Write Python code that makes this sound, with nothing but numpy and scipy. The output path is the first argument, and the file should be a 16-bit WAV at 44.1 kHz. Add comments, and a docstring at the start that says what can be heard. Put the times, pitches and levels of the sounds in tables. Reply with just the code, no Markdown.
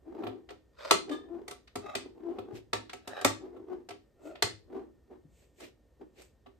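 """Clamping a part in a bench vise

A round metal part is refitted in a small vise in a cluttered workshop. Friction makes the screw rub and
groan; its loose handle rasps through the screw head and clacks against the stop, exciting the modes of
vise and wooden bench. The part clicks and rings in the jaws, the bench thuds, gloves brush over the
metal and a sleeve swishes, all above a faint hum."""
import sys
import numpy as np
from scipy import signal
from scipy.fft import rfft, irfft, next_fast_len
from scipy.io import wavfile
from scipy.ndimage import map_coordinates

SR = 44100
rng = np.random.default_rng(int(sys.argv[2]) if len(sys.argv) > 2 else 0)


def put_to_file(sound):
    """Save the sound as 16-bit audio at rate SR, in the file named by the first command-line argument."""
    columns = np.atleast_2d(sound).T  # one column per channel
    safe = np.clip(columns, -1, 1)
    whole_steps = np.round(safe * 32767)
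    wavfile.write(sys.argv[1], SR, whole_steps.astype(np.int16))


N = 290619
TIME = np.arange(N) / SR
AGE = np.arange(SR * 3 // 5) / SR  # seconds within one event


def amp(db):
    """Decibels as an amplitude ratio."""
    return 10 ** (np.asarray(db) / 20)

def unit(x):
    """Normalisation to rms 1."""
    return x / np.sqrt(np.mean(x ** 2) + 1e-20)

def unit_attack(x):
    """Normalisation to rms 1 over the first 20 ms."""
    return x / np.sqrt(np.mean(x[..., :SR // 50] ** 2) + 1e-20)

def along(points, hz):
    """Interpolation of (Hz, value) points on a logarithmic frequency axis."""
    f, v = np.transpose(points)
    return np.interp(np.log(hz + 1), np.log(f + 1), v)

def filtered(x, gain):
    """Zero-phase filtering: the spectrum is multiplied by gain(hz)."""
    n = x.shape[-1]
    padded = next_fast_len(n + 8192)
    return irfft(rfft(x, padded) * gain(np.fft.rfftfreq(padded, 1 / SR)), padded)[..., :n]

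def coloured(x, spectrum):
    """Spectral shaping by (Hz, dB) points, at rms 1."""
    return unit(filtered(x, lambda hz: amp(along(spectrum, hz))))

def wobble(rate, size=N):
    """Smooth random modulation with rate knots a second."""
    return map_coordinates(rng.standard_normal(size // 8), [np.arange(size) * rate / SR], mode="wrap")

def swell(t, half):
    """An envelope that peaks at t = 0 and falls a little more slowly than it rises."""
    return np.exp(-np.abs(t / half * np.where(t < 0, 1.2, .9)) ** 1.5)

def strokes(rows):
    """Summed envelopes, one for each peak time, half length and level."""
    coarse = TIME[::32]
    return np.interp(TIME, coarse, sum(amp(db) * swell(coarse - s, half) for s, half, db in rows))

def stereo_noise(width, size=N):
    """White noise whose two channels decorrelate as width goes from 0 to 1."""
    mid, side = rng.standard_normal((2, size))
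    return np.array([mid + width * side, mid - width * side])

def panned(x, left_db):
    """A level difference between the channels moves the sound to the left."""
    return x * amp([[left_db / 2], [-left_db / 2]])

def add(track, s, sound):
    """Superposition of a sound on the track from second s."""
    span = track[:, round(s * SR):][:, :sound.shape[-1]]
    span += sound[..., :span.shape[1]]

def ring(modes, attack, spread, vary_db=2):
    """Damped modes beat in close pairs; each reaches the two microphones with its own phase."""
    hz, db, t60 = np.transpose(list(modes) + list(modes))[:, :, None]
    strength, phase, skew, split = rng.standard_normal((4, len(hz), 1))
    detuned_hz = hz + (4 + hz / 200) * split
    angle = 2 * np.pi * (detuned_hz * AGE + np.tile(phase[:len(modes)], (2, 1)))
    decay = amp(db + vary_db * strength - 60 * AGE / t60)
    channels = np.array([(decay * np.sin(angle + side * spread * skew)).sum(0) for side in (1, -1)])
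    return unit_attack(channels * (1 - np.exp(-AGE / attack)))

def struck_at(modes, hz, favour_db):
    """Selective excitation: the point of contact favours the modes near one frequency."""
    return [(f, db + favour_db * np.exp(-(np.log(f / hz) / .13) ** 2), t60) for f, db, t60 in modes]

def burst(spectrum, seconds):
    """Many tiny impacts merge into noise that builds and dies within a few time constants."""
    u = AGE / seconds
    return unit_attack(coloured(stereo_noise(0.94, size=len(AGE)), spectrum) * u ** 2 * np.exp(-u))

# Decay of the room. Each row: frequency in Hz, reverberation time in seconds.
ROOM_T60 = [(100, 0.82), (300, 0.34), (700, 0.22), (5000, 0.29), (13000, 0.16)]

def workshop(x, wet_db):
    """Reverberation: dense reflections from bench, shelves and tool wall add a short tail."""
    hz, t, noise = signal.stft(rng.standard_normal((2, len(AGE))), SR, nperseg=256)
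    decay = amp(-60 * t / along(ROOM_T60, hz)[:, None])
    tail = signal.istft(noise * decay, SR, nperseg=256)[1][:, :len(AGE)]
    tail = tail * (1 - np.exp(-AGE / 0.0016))
    echo = signal.fftconvolve(x, tail / np.linalg.norm(tail[0]), axes=1)[:, :x.shape[1]]
    return x + amp(wet_db) * echo


# Spectrum of the still room. Each row: frequency in Hz, relative density in dB.
AIR_SPECTRUM = [(60, -4), (170, -18.5), (500, -18.5), (850, -32), (2500, -42.5), (8500, -47.5),
                (15000, -53)]

def room_tone():
    """The noise floor: broadband air noise, mains hum and a thin, unsteady whine."""
    hum = amp(-72.0 + 1.1 * wobble(3.8)) * unit(np.sin(2 * np.pi * 60 * TIME))
    whine = amp(-91.5 + wobble(2.1)) * unit(np.sin(2 * np.pi * 1828 * TIME + 1.2 * wobble(50)))
    return amp(-65.5) * coloured(stereo_noise(0.3), AIR_SPECTRUM) + hum + whine

# Spectrum of the rubbing thread. 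Each row: frequency in Hz, relative density in dB.
RUB_SPECTRUM = [(80, -36), (240, -7), (360, 6), (520, -11), (740, -11), (1600, -29.5), (9000, -55.5)]
# Pushes on the screw. Each row: peak time and half length in seconds, rub and groan levels in dB,
# groan pitch in Hz.
SCREW_PUSHES = [(0.084, 0.038, -56, -50, 330.7), (0.206, 0.081, -43.5, -48.5, 327.6),
                (0.354, 0.047, -52, -61, 380), (1.118, 0.043, -41, -34, 293), (1.34, 0.1, -49, -42.5, 345),
                (1.852, 0.027, -55, -45.5, 398.5), (2.056, 0.027, -54, -54.5, 288.8),
                (2.293, 0.11, -45.5, -39.5, 347), (2.517, 0.032, -48.5, -47.5, 407),
                (3.443, 0.03, -48.5, -51.5, 391), (3.554, 0.11, -54.5, -55, 357.5),
                (3.723, 0.044, -44, -38.5, 367), (4.273, 0.06, -52, -50, 304.7),
                (4.768, 0.062, -44.5, -47.5, 377), (5.126, 0.031, -49.5, -71, 379),
                (6.016, 0.015, -50.5, -50, 384.4)]

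def rubbing():
    """Sliding friction: irregular slips of the screw, and of the part in the jaws, drive vise and bench."""
    slips = stereo_noise(.5) * amp(4 * wobble(160))
    pushing = strokes([row[:3] for row in SCREW_PUSHES])
    dragging = amp(-6) * strokes(GLOVE_BRUSHES)  # a brushing glove shifts the part
    return workshop((pushing + dragging) * coloured(slips, RUB_SPECTRUM), wet_db=-4.0)

def screw_groans():
    """Stick-slip oscillation: at the height of a push the thread gives a wavering, nearly pure tone."""
    out = np.zeros((2, N))
    t = AGE - AGE[-1] / 2
    sticking_share = 0.46  # of the length of a push
    for s, half, _, db, hz in SCREW_PUSHES:
        # the pitch climbs an octave a second as the screw gathers speed
        pitch = hz * 2 ** t * (1 + 0.025 * wobble(90, size=len(t)))
        phase = 2 * np.pi * np.cumsum(pitch) / SR
        overtones = sum(np.sin(k * phase) / k ** 3 for k in range(2, 5))
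        tone = np.sin(phase) + overtones * amp(2.5 + 0.79 * wobble(75, size=len(t)))
        out += np.interp(TIME - s, t, amp(db) * swell(t, sticking_share * half) * unit(tone))
    return workshop(panned(out, left_db=10.5), wet_db=-13.0)

# Impact spectra of steel and of the heavy casting. Each row: frequency in Hz, relative density in dB.
CRACK_SPECTRUM = [(100, -16.5), (450, -5), (1250, -2), (1600, -1), (2050, 0.5), (3000, -1.5), (4300, -2.5),
                  (6200, -8.5), (9000, -7.5), (16000, -27)]
CLUNK_SPECTRUM = [(100, -24.5), (380, 6), (850, 0.5), (1300, -10), (2000, -31.5)]
# Modes of handle, vise casting, bench top and legs. Each row: frequency in Hz, relative level in dB,
# seconds to decay by 60 dB.
HANDLE_MODES = [(1930, 5, .07), (2050, 4, .13), (2500, -2, .1), (2950, -3, .12), (3400, -2, .08),
                (4230, 0, .06), (4760, -3, .11), (6125, -7, .12), (7290, -8, .15), (12100, -7, .05)]
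VISE_MODES = [(723, 3, 0.11), (898, 0, 0.085), (1147, 0.5, 0.11), (1162, -9.5, 0.18), (1320, 2, 0.096)]
BENCH_MODES = [(233.1, 0, 0.039), (264, -6, 0.18), (321, -13.5, 0.55), (399.6, 0, 0.14), (510, -2.5, 0.076)]
LEG_MODES = [(65.66, -13, 0.29), (104.9, -0.5, 0.26)]

def impact(steel_db, vise_db, bench_db, legs_db, hardness_db, bench_hz, vise_hz, handle_hz, ring_db):
    """Impulsive excitation: steel chatters on steel and rings the handle, then the vise, then the bench."""
    crack = burst(CRACK_SPECTRUM, 0.0011 * amp(-.16 * steel_db))  # gentle contacts last longer
    handle = ring(struck_at(HANDLE_MODES, handle_hz, favour_db=10.5), attack=0.000071, spread=0.95)
    steel = crack + amp(ring_db) * handle
    # a harder contact holds more treble
    steel = filtered(steel, lambda hz: amp(hardness_db * along([(3500, 0), (9000, 1)], hz)))
    steel = amp(steel_db - 14.0) * unit_attack(steel)
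    clunk = burst(CLUNK_SPECTRUM, 0.0039)
    vise = clunk + ring(struck_at(VISE_MODES, vise_hz, favour_db=7.5), attack=0.00067, spread=.9)
    bench = ring(struck_at(BENCH_MODES, bench_hz, favour_db=4.0), attack=0.0073, spread=0.68)
    legs = panned(ring(LEG_MODES, attack=0.042, spread=0.31), left_db=1.0)
    body = amp(vise_db - 11.5) * vise + amp(bench_db - 8.0) * bench
    return workshop(steel, wet_db=-5.5) + workshop(body, wet_db=-5.5) + amp(legs_db) * legs

# Light contacts. Each row: start in seconds, relative steel and bench levels in dB, treble gain in dB.
LIGHT_CLICKS = [(0.2332, -41, -33.5, -38), (0.2667, -36, -32.5, -25), (0.4883, -42, -57.5, -16.5),
                (0.503, -43, -45.5, -7), (1.092, -39, -48.5, -9), (1.479, -33.5, -49, 2),
                (1.509, -35, -50.5, 6), (1.6732, -47.5, -91, -14), (1.755, -31, -35.5, 3.5),
                (2.384, -41.5, -34.5, -19.5), (2.894, -36, -72, -13), (2.931, -34, -45, -2.5),
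                (3.074, -34, -41, 6), (3.2111, -34.5, -43, 3.5), (3.563, -59, -43.5, -43),
                (3.8874, -38, -50, -3.5), (3.905, -37.5, -44, -7), (4.353, -42, -61, -20),
                (5.6017, -45, -55, 3), (6.216, -48.5, -73, 8), (6.46, -52, -50, -22.5)]

def settling_clicks():
    """Weak impacts of part and handle as they settle; harder contact favours higher handle modes."""
    out = np.zeros((2, N))
    for s, steel_db, bench_db, hardness_db in LIGHT_CLICKS:
        vise_db = (steel_db + bench_db) / 2 + 0.5
        legs_db = bench_db - 25
        click = impact(steel_db, vise_db, bench_db, legs_db, hardness_db, bench_hz=393, vise_hz=708,
                       handle_hz=7530 * 2 ** (hardness_db / 18), ring_db=-14)
        add(out, s, click)
    return out

def rippled(x, depth_db):
    """Local resonances: each contact point adds its own narrow spectral peaks and dips."""
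    knots = rng.standard_normal(SR // 300)
    return filtered(x, lambda hz: amp(depth_db * map_coordinates(knots, [hz / 200], mode="nearest")))

# Spectrum of the scraping handle. Each row: frequency in Hz, relative density in dB.
SCRAPE_SPECTRUM = [(150, -25.5), (400, 2.5), (750, 1), (1300, -6), (1700, -7.5), (3800, -19),
                   (14000, -43.5)]
# Slides of the handle. Each row: peak time and half length in seconds, level in dB, slips per second,
# treble gain in dB.
HANDLE_SLIDES = [(0.807, 0.0053, -48, 1750, 0.5), (0.862, 0.055, -41, 1250, 2.5),
                 (1.894, 0.074, -45.5, 1240, -3.5), (3.107, 0.0096, -44, 1500, -7.5),
                 (3.18, 0.086, -45.5, 1300, -1.5), (4.295, 0.066, -50.5, 656, -3)]

def handle_rasps():
    """Quasi-periodic stick-slip: the handle scrapes through its hole with sharp grit between slips."""
    out = np.zeros((2, N))
    n, middle = len(AGE), AGE[-1] / 2
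    for s, half, db, hz, treble_db in HANDLE_SLIDES:
        cycles = np.cumsum(hz * (1 + 0.08 * wobble(hz / 2, size=n))) / SR
        slips = unit(np.diff(np.floor(cycles), prepend=0))  # one pulse a cycle
        grit = unit(stereo_noise(1, size=n) * amp(7 * wobble(900, size=n)))
        catches = amp(2 * wobble(450, size=n) + 2.8 * wobble(110, size=n))
        rasp = coloured((slips + amp(-3) * grit) * catches, SCRAPE_SPECTRUM)
        rasp = filtered(rasp, lambda f: (f > 100) * amp(treble_db * along([(1500, 0), (3500, 1)], f)))
        add(out, s - middle, amp(db) * swell(AGE - middle, half) * unit(rippled(rasp, depth_db=5.5)))
    return workshop(out, wet_db=-6.5)

def shimmer(count, t60):
    """High modes of the steel, a different set excited at every blow."""
    return ring([(hz, 0, t60) for hz in rng.uniform(1800, 9500, count)], attack=.001, spread=1)

# Blows on the stop. Each row: start in seconds; relative steel, vise, bench and leg levels in dB; treble
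# gain in dB; favoured bench, vise and handle frequencies in Hz; handle ring against the crack in dB.
HANDLE_CLACKS = [(0.9092, -8, -13.5, -23, -59.5, -1, 407, 1260, 4295, -6.5),
                 (1.9515, -22, -56, -34, -58.5, -5, 286, 1170, 2600, -11),
                 (2.7309, -20.5, -25, -34, -54, -6, 450, 840, 3500, -9.5),
                 (3.2465, -12, -16, -27.5, -47, 4.5, 490, 1100, 7000, -4.5),
                 (4.423, -13, -26, -32, -70, -0.5, 402, 870, 4240, -6)]

def handle_clacks():
    """Hard impact: the sliding handle hits its stop and excites the high overtones of the steel too."""
    out = np.zeros((2, N))
    for s, steel_db, *strike in HANDLE_CLACKS:
        add(out, s, impact(steel_db, *strike) + amp(steel_db - 25.5) * shimmer(count=60, t60=.22))
    return out

# Modes of the round part. Each row: frequency in Hz, relative level in dB, seconds to decay by 60 dB.
PART_MODES = [(1211, -1, .2), (1690, -5, .15), (1760, -19, .6), (3100, -7, .12), (3600, -6, .18),
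              (8000, -9, .06)]
# Clinks of the part. Each row: start in seconds, level in dB.
PART_CHIMES = [(1.111, -50), (3.247, -45.5)]

def part_chimes():
    """Free vibration: the struck part rings faintly, and its chatter in the jaws roughens the clink."""
    out = np.zeros((2, N))
    for s, db in PART_CHIMES:
        clink = ring(PART_MODES, attack=0.0045, spread=0.37) + burst(CRACK_SPECTRUM, 0.0038) / 2
        add(out, s, amp(db) * clink)
    return workshop(out, wet_db=3.5)

# Dull thuds of the bench top. Each row: start in seconds, pitch in Hz, level in dB.
BENCH_THUDS = [(1.775, 100.2, -52), (2.531, 121.5, -49.5), (3.248, 268.3, -32), (4.438, 109.7, -43),
               (5.248, 150.9, -58)]

def bench_thuds():
    """Plate resonance: a heavy or padded blow excites one low mode of the top and a weaker one above."""
    out = np.zeros((2, N))
    for s, hz, db in BENCH_THUDS:
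        add(out, s, amp(db) * ring([(hz, 0, .085), (hz * 1.9, -7, .07)], attack=0.0042, spread=0.06))
    return workshop(panned(out, left_db=6), wet_db=-10)

# Spectrum of the gloves. Each row: frequency in Hz, relative density in dB.
GLOVE_SPECTRUM = [(150, -13), (430, 13), (1100, -9.5), (2300, -0.5), (6000, -11), (15000, -21.5)]
# Brushes over the part. Each row: peak time and half length in seconds, level in dB.
GLOVE_BRUSHES = [(2.565, 0.027, -52.5), (5.42, 0.031, -69.5), (5.635, 0.035, -50.5), (6.2, 0.033, -57.5)]

def gloves():
    """Friction noise: knitted fibres brush softly over metal."""
    fibres = stereo_noise(0.92) * amp(2 * wobble(970) + wobble(90))
    return workshop(strokes(GLOVE_BRUSHES) * coloured(fibres, GLOVE_SPECTRUM), wet_db=-11.0)

# Spectrum of the sleeve. Each row: frequency in Hz, relative density in dB.
SLEEVE_SPECTRUM = [(1200, -15), (2300, 7), (5500, -1), (7800, 9), (10500, -11), (13500, -2.5)]
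# Movements of the arm. Each row: peak time and half length in seconds, level in dB.
SLEEVE_SWISHES = [(4.27, 0.047, -67.5), (5.39, .08, -73.5), (5.61, .04, -66.5), (6.22, 0.057, -69)]

def sleeve():
    """Friction between smooth fabrics: the sleeve slides on the vest with a thin, high swish."""
    return strokes(SLEEVE_SWISHES) * coloured(stereo_noise(0.3), SLEEVE_SPECTRUM)

def scene():
    """Superposition of all sources at the bench and the quiet of the room."""
    return (room_tone() + rubbing() + screw_groans() + settling_clicks() + handle_rasps()
            + handle_clacks() + part_chimes() + bench_thuds() + gloves() + sleeve())

# A notch in the treble. Each row: frequency in Hz, gain in dB.
TREBLE_NOTCH = [(9500, 2), (10600, -25), (11700, 4)]

def record(dry):
    """A band-pass filter trims the deep bass and top treble, with a deep notch near 10.6 kHz."""
    low_hz, top_hz = 44, 14200
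    sound = filtered(dry, lambda hz: amp(along(TREBLE_NOTCH, hz)))
    return filtered(sound, lambda hz: hz ** 4 / (hz ** 4 + low_hz ** 4) / (1 + (hz / top_hz) ** 60))


dry = scene()
out = record(dry)
put_to_file(out)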